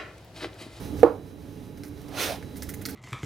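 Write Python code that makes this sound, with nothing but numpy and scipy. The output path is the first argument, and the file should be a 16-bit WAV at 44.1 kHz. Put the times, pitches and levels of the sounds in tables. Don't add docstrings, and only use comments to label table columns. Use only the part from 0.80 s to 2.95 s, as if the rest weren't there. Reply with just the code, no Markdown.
import sys
import numpy as np
from scipy import signal
from scipy.fft import rfft, irfft, next_fast_len
from scipy.io import wavfile
from scipy.ndimage import uniform_filter1d, map_coordinates

SR = 44100
rng = np.random.default_rng(int(sys.argv[2]) if len(sys.argv) > 2 else 0)


def dump(signal):
    limited = np.clip(np.atleast_2d(signal).T, -1, 1)
    pcm = np.round(limited * 32767).astype(np.int16)
    wavfile.write(sys.argv[1], SR, pcm)


def rack_gain(trim_db):
    fader = np.asarray(trim_db, float)
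    return 10 ** (fader / 20)


N = 94815
KNOCK_S = 0.2309

# pitch_hz, left_right_likeness [0-1]
NEAR_LIKENESS = [(60, 0.59), (150, 0.99), (380, 1), (950, 0.76), (2380, 0.8), (5980, 0.88), (15000, 1.0)]


def unit(x):
    return x / np.sqrt(np.mean(x ** 2) + 1e-20)


def along(points, hz):
    f, v = np.transpose(points)
    return np.interp(np.log(hz + 1), np.log(f + 1), v)


def curves(rows):
    s, *cols = np.transpose(rows)
    return [np.interp(np.arange(N) / SR, s, c) for c in cols]


def wobble(rate):
    return map_coordinates(rng.standard_normal(N // 40), [np.arange(N) * rate / SR])


def filtered(x, response):
    m = next_fast_len(N + SR // 2)
    return irfft(rfft(x, m) * response(np.fft.rfftfreq(m, 1 / SR)), m)[..., :N]


def peak(f, hz, width):
    return 1j * f * width / (hz * hz - f * f + 1j * f * width)


def ports(pair, alike):
    def blend(hz):
        turn = np.arccos(np.clip(along(alike, hz), 0, 1)) / 2
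        return np.array([np.cos(turn), np.sin(turn)])

    mid, side = filtered(pair, blend)
    return np.array([mid + side, mid - side])


def noise(shape, grit_db=0, rate=300):
    return unit(filtered(rng.standard_normal((2, N)), shape) * rack_gain(grit_db * wobble(rate)))


def room(x):
    # pitch_hz, t60_s
    reverb = [(200, 0.47), (1000, 0.54), (3000, 0.65), (12000, 0.45)]
    hz, t, z = signal.stft(rng.standard_normal((2, SR // 2)), SR, nperseg=256)
    decay = rack_gain(-60 * t / along(reverb, hz)[:, None])
    tail = signal.istft(z * decay, SR, nperseg=256)[1]
    tail = tail / np.linalg.norm(tail[0])
    delayed = np.pad(x, (200, 0))[None]
    return signal.fftconvolve(delayed, tail, axes=1)[:, :N]


def background():
    # pitch_hz, level_db (per Hz)
    rumble_tone = [(15, -59), (25, -12), (91, -4), (195, -6), (227, -5.5), (269, 1), (334, -9), (421, -7.5),
                   (1000, -28.5), (1300, -107), (2200, -120)]
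    # pitch_hz, level_db (per Hz)
    hiss_tone = [(410, 5), (700, -3.5), (863, -3), (1230, -3.5), (3640, -14), (3790, -31), (4100, -21.5),
                 (16000, -20.5)]
    # pitch_hz, width_hz, level_db
    hum_bands = [(72.1, 3.3, -54), (95.3, 15, -51), (141.3, 42, -54), (191.3, 36, -57), (289.8, 25, -51),
                 (429.7, 15.5, -59.5)]
    # pitch_hz, level_db (rms)
    whines = [(840, -67), (3919, -72)]
    # pitch_hz, left_right_likeness [0-1]
    far_likeness = [(60, 0.79), (150, 0.96), (380, 0.89), (950, 0.43), (2380, 0.36), (5980, 0.71),
                    (15000, 1.0)]
    rumble = rack_gain(-47) * noise(lambda f: rack_gain(along(rumble_tone, f)), grit_db=-0.5, rate=5.3)
    hiss = rack_gain(-57) * noise(lambda f: rack_gain(along(hiss_tone, f)), grit_db=0.25, rate=13)
    hum = sum(rack_gain(db) * noise(lambda f: peak(f, hz, width) ** 2) for hz, width, db in hum_bands)
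    whine = np.zeros(N)
    for hz, db in whines:
        level = rack_gain(db + 2.5 + 1.7 * wobble(6.33))
        whine += level * np.sin(2 * np.pi * hz * np.arange(N) / SR + wobble(6.7))
    return ports(rumble + hiss + hum, far_likeness) + whine


def sleeve():
    # time_s, level_db
    brushing = [(0, -59), (.15, -63), (.2, -54.5), (.23, -61.5), (.3, -62)]
    level_db, = curves(brushing)
    brush = rack_gain(level_db) * noise(lambda f: abs(peak(f, 2330, 7400)), grit_db=2, rate=20)
    return ports(brush, NEAR_LIKENESS)


def knock():
    # pitch_hz, level_db, t60_s, attack_s
    modes = [(300, -4, 0.14, 0.022), (350.7, -6, 0.14, 0.011), (472, 1, .07, 0.00091),
             (498, -20, 0.11, 0.009), (603, -17.5, 0.098, 0.0015), (768, -7, 0.039, 0.0029),
             (825, -13.5, 0.077, 0.0041), (963, -21, 0.069, 0.0032), (1220, -24, 0.023, 0.00056),
             (1737, -25.5, .03, 0.0016), (2236, -25.5, 0.02, 0.00067), (2486, -35, 0.047, 0.0018)]
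    # pitch_hz, level_db (per Hz)
    rattle_tone = [(330, -27), (560, -0.5), (704, -4.5), (1110, -5.5), (1300, -11.5), (1980, -29.5),
                   (2450, -34.5), (5000, -41), (6500, -74), (11000, -120)]
    knock_db, lean_db, wet_db = -8.5, -1, -11
    rattle_db, rattle_t60_s, rattle_attack_s = -17, 0.3, 0.021
    t = np.clip(np.arange(N) / SR - KNOCK_S, 0, None)
    ring = np.zeros(N)
    for hz, db, t60, rise in modes:
        polarity = -1 if hz < 700 else 1
        envelope = rack_gain(db - 60 * t / t60) * (1 - np.exp(-t / rise))
        ring += polarity * envelope * np.sin(2 * np.pi * hz * t)
    contact = rack_gain(-33.5 - 60 * t / 0.018) * rng.standard_normal(N) * (t > 0)
    dry = filtered(ring + contact, lambda f: (1j * f / (60 + 1j * f)) ** 2)
    envelope = rack_gain(rattle_db - 60 * t / rattle_t60_s) * (1 - np.exp(-t / rattle_attack_s))
    rattle = envelope * noise(lambda f: rack_gain(along(rattle_tone, f)), rate=74)
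    around = ports(rattle + rack_gain(wet_db) * room(dry), NEAR_LIKENESS)
    return rack_gain(knock_db + lean_db * np.array([[0.5], [-0.5]])) * (dry + around)


def paper():
    # start_s, peak_db, hold_s, brightness, tick_db (over burst)
    crackles = [(0.974, -52.5, 0.012, -0.5, -6), (1.0344, -47, 0.01, -1, 1.5), (1.049, -53.5, 0.04, 1.5, 5),
                (1.175, -53.5, 0.0087, -3, -2), (1.213, -57, 0.0059, 3, -1), (1.284, -55.5, 0.0093, 0.5, 0),
                (1.6255, -47.5, 0.0068, -3, -12), (1.758, -51, .008, 0, -9), (1.767, -45.5, 0.014, 2.5, -8),
                (1.8213, -39, .015, 0.85, 2.5), (1.889, -40, .015, 1.5, -15),
                (1.9375, -40, 0.0093, 1.1, -10.5), (2.014, -45.5, 0.012, .3, -17),
                (2.0534, -34.5, 0.011, 0, -0.5), (2.0594, -41, 0.0024, 4, 4),
                (2.0843, -41, 0.0089, -1, -15), (2.092, -44.5, 0.018, 1.5, -11)]
    # pitch_hz, level_db (per Hz)
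    paper_tone = [(530, -28), (900, -20), (2040, 0.5), (2420, -5.5), (4050, -3), (4460, -4), (7230, 1),
                  (15100, -5), (16000, -5)]
    # pitch_hz, width_hz, level_db
    sheet = [(1440, 300, 16.5), (2080, 270, 4)]
    attack_s, release_s, tick_t60_s = 0.00087, 0.017, 0.025
    peel_fall_db, snap_fall_db, wet_db = -1.5, -10.5, -9
    out = np.zeros((2, N + SR))
    t = np.arange(SR // 8) / SR
    grit = noise(lambda f: rack_gain(along(paper_tone, f)), grit_db=2, rate=700)
    bright = unit(filtered(grit, lambda f: f / 5000))
    dull = unit(filtered(grit, lambda f: sum(rack_gain(db) * peak(f, hz, w) for hz, w, db in sheet)))
    click = unit(filtered(grit[1], lambda f: peak(f, 4880, 2100) ** 2))
    for s, db, hold, tilt, tick_db in crackles:
        i = round(s * SR)
        burst = slice(i, i + len(t))
        held = np.minimum(t / hold, 1)
        release_db = -26 * np.maximum(t - hold, 0) / release_s
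        shape = rack_gain(db + release_db) * (1 - np.exp(-t / attack_s))
        share = 1 / (1 + np.exp(-tilt))
        peel = np.sqrt(share) * rack_gain(peel_fall_db * held) * np.roll(bright, -i, axis=1)[:, :len(t)]
        snap = np.sqrt(1 - share) * rack_gain(snap_fall_db * held) * np.roll(dull, -i, axis=1)[:, :len(t)]
        tick = rack_gain(db + tick_db - 60 * t / tick_t60_s) * np.roll(click, -i)[:len(t)]
        out[:, burst] += shape * (peel + snap)
        out[0, burst] += tick
    return ports(out[:, :N] + rack_gain(wet_db) * room(out[0, :N]), NEAR_LIKENESS)


def patchy(pair, depth_db):
    z = signal.stft(pair, nperseg=256)[2]
    field = uniform_filter1d(rng.standard_normal(z.shape[1:]), size=3, axis=0)
    field = uniform_filter1d(field, size=6, axis=1)
    return unit(signal.istft(z * rack_gain(depth_db * unit(field)), nperseg=256)[1][:, :N])


def card_boom():
    t = np.arange(N) / SR - 1.505
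    rise_s, fall_s = 0.047, 0.05
    swell = rack_gain(-32.5) * np.exp(-(t / np.where(t < 0, rise_s, fall_s)) ** 2)
    drift = noise(lambda f: 1 / (1 + (f / 140) ** 2))
    drift = drift / np.sqrt(uniform_filter1d(drift ** 2, size=700) + 0.35)
    pitch_hz = np.clip(621 + 3000 * t, 280, 720)
    return swell * drift * np.sin(2 * np.pi * np.cumsum(pitch_hz) / SR)


def slide():
    # time_s, level_db
    sweep = [
        (1.24, -60),
        (1.262, -70.5),
        (1.4, -32),
        (1.432, -30),
        (1.532, -40.5),
        (1.608, -58),
        (1.63, -61),
        (1.64, -64),
    ]
    # pitch_hz, level_db (per Hz)
    scrape_tone = [(120, -41), (200, -8), (473, 2.5), (548, -5), (696, -9.5), (2130, -3.5), (3490, -5),
                   (14900, -14), (16000, -11)]
    # pitch_hz, width_hz, level_db
    card = [(1380, 94, 2.5), (2520, 120, 0), (3510, 85, 2), (4000, 110, -3), (6060, 180, -6)]
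    level_db, = curves([(sweep[0][0] - 0.08, -90), *sweep, (sweep[-1][0] + 0.091, -90)])
    top_db = level_db.max()

    def early_db(lead_s):
        return np.roll(level_db, -round(lead_s * SR)) - top_db

    sing = noise(lambda f: sum(rack_gain(db) * peak(f, hz, w) for hz, w, db in card), grit_db=1, rate=60)
    sing = rack_gain(-35 + 1.9 * early_db(0.015)) * sing
    drum = noise(lambda f: abs(peak(f, 650, 750)) ** 2, grit_db=-0.5, rate=60)
    drum = rack_gain(-41.5 + 0.65 * early_db(0.033)) * drum
    scrape = noise(lambda f: rack_gain(along(scrape_tone, f)), grit_db=-0.5, rate=500)
    scrape = patchy(scrape, depth_db=1)
    sizzle = filtered(scrape, lambda f: 1 / (1 + (4860 / (f + 1)) ** 4))
    scrape = scrape + sizzle * (rack_gain(0.15 * (level_db - top_db)) - 1)
    scrape = rack_gain(level_db + 0.2 * wobble(37.8)) * scrape
    return ports(scrape + sing + drum + card_boom(), NEAR_LIKENESS)


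def scene():
    # pitch_hz, left_over_right_db
    lean = [(60, -7.5), (150, -6), (380, -6.5), (950, -5), (2380, -5), (5980, -4), (15000, -4)]
    mix = background() + sleeve() + knock() + paper() + slide()
    return filtered(mix, lambda f: rack_gain(np.outer([0.5, -0.5], along(lean, f))))


def band_limit(x):
    return signal.sosfilt(signal.butter(12, 16510, fs=SR, output="sos"), x)


def record(dry):
    # pitch_hz, level_db
    mic = [(6500, 0), (7000, -5), (8500, -4), (9500, 1), (11000, -0.5), (15200, 0), (15900, -10)]
    before_db, duck_s, recover_db_per_s = 9, 0.067, 2.5
    t = np.clip(np.arange(N) / SR - KNOCK_S, 0, None)
    gain_db = before_db * np.exp(-t / duck_s) + recover_db_per_s * t
    heard = filtered(dry * rack_gain(gain_db), lambda f: rack_gain(along(mic, f)) * (f < 15900))
    return band_limit(np.clip(heard, -1, 1))


dry = scene()
out = record(dry)
dump(out)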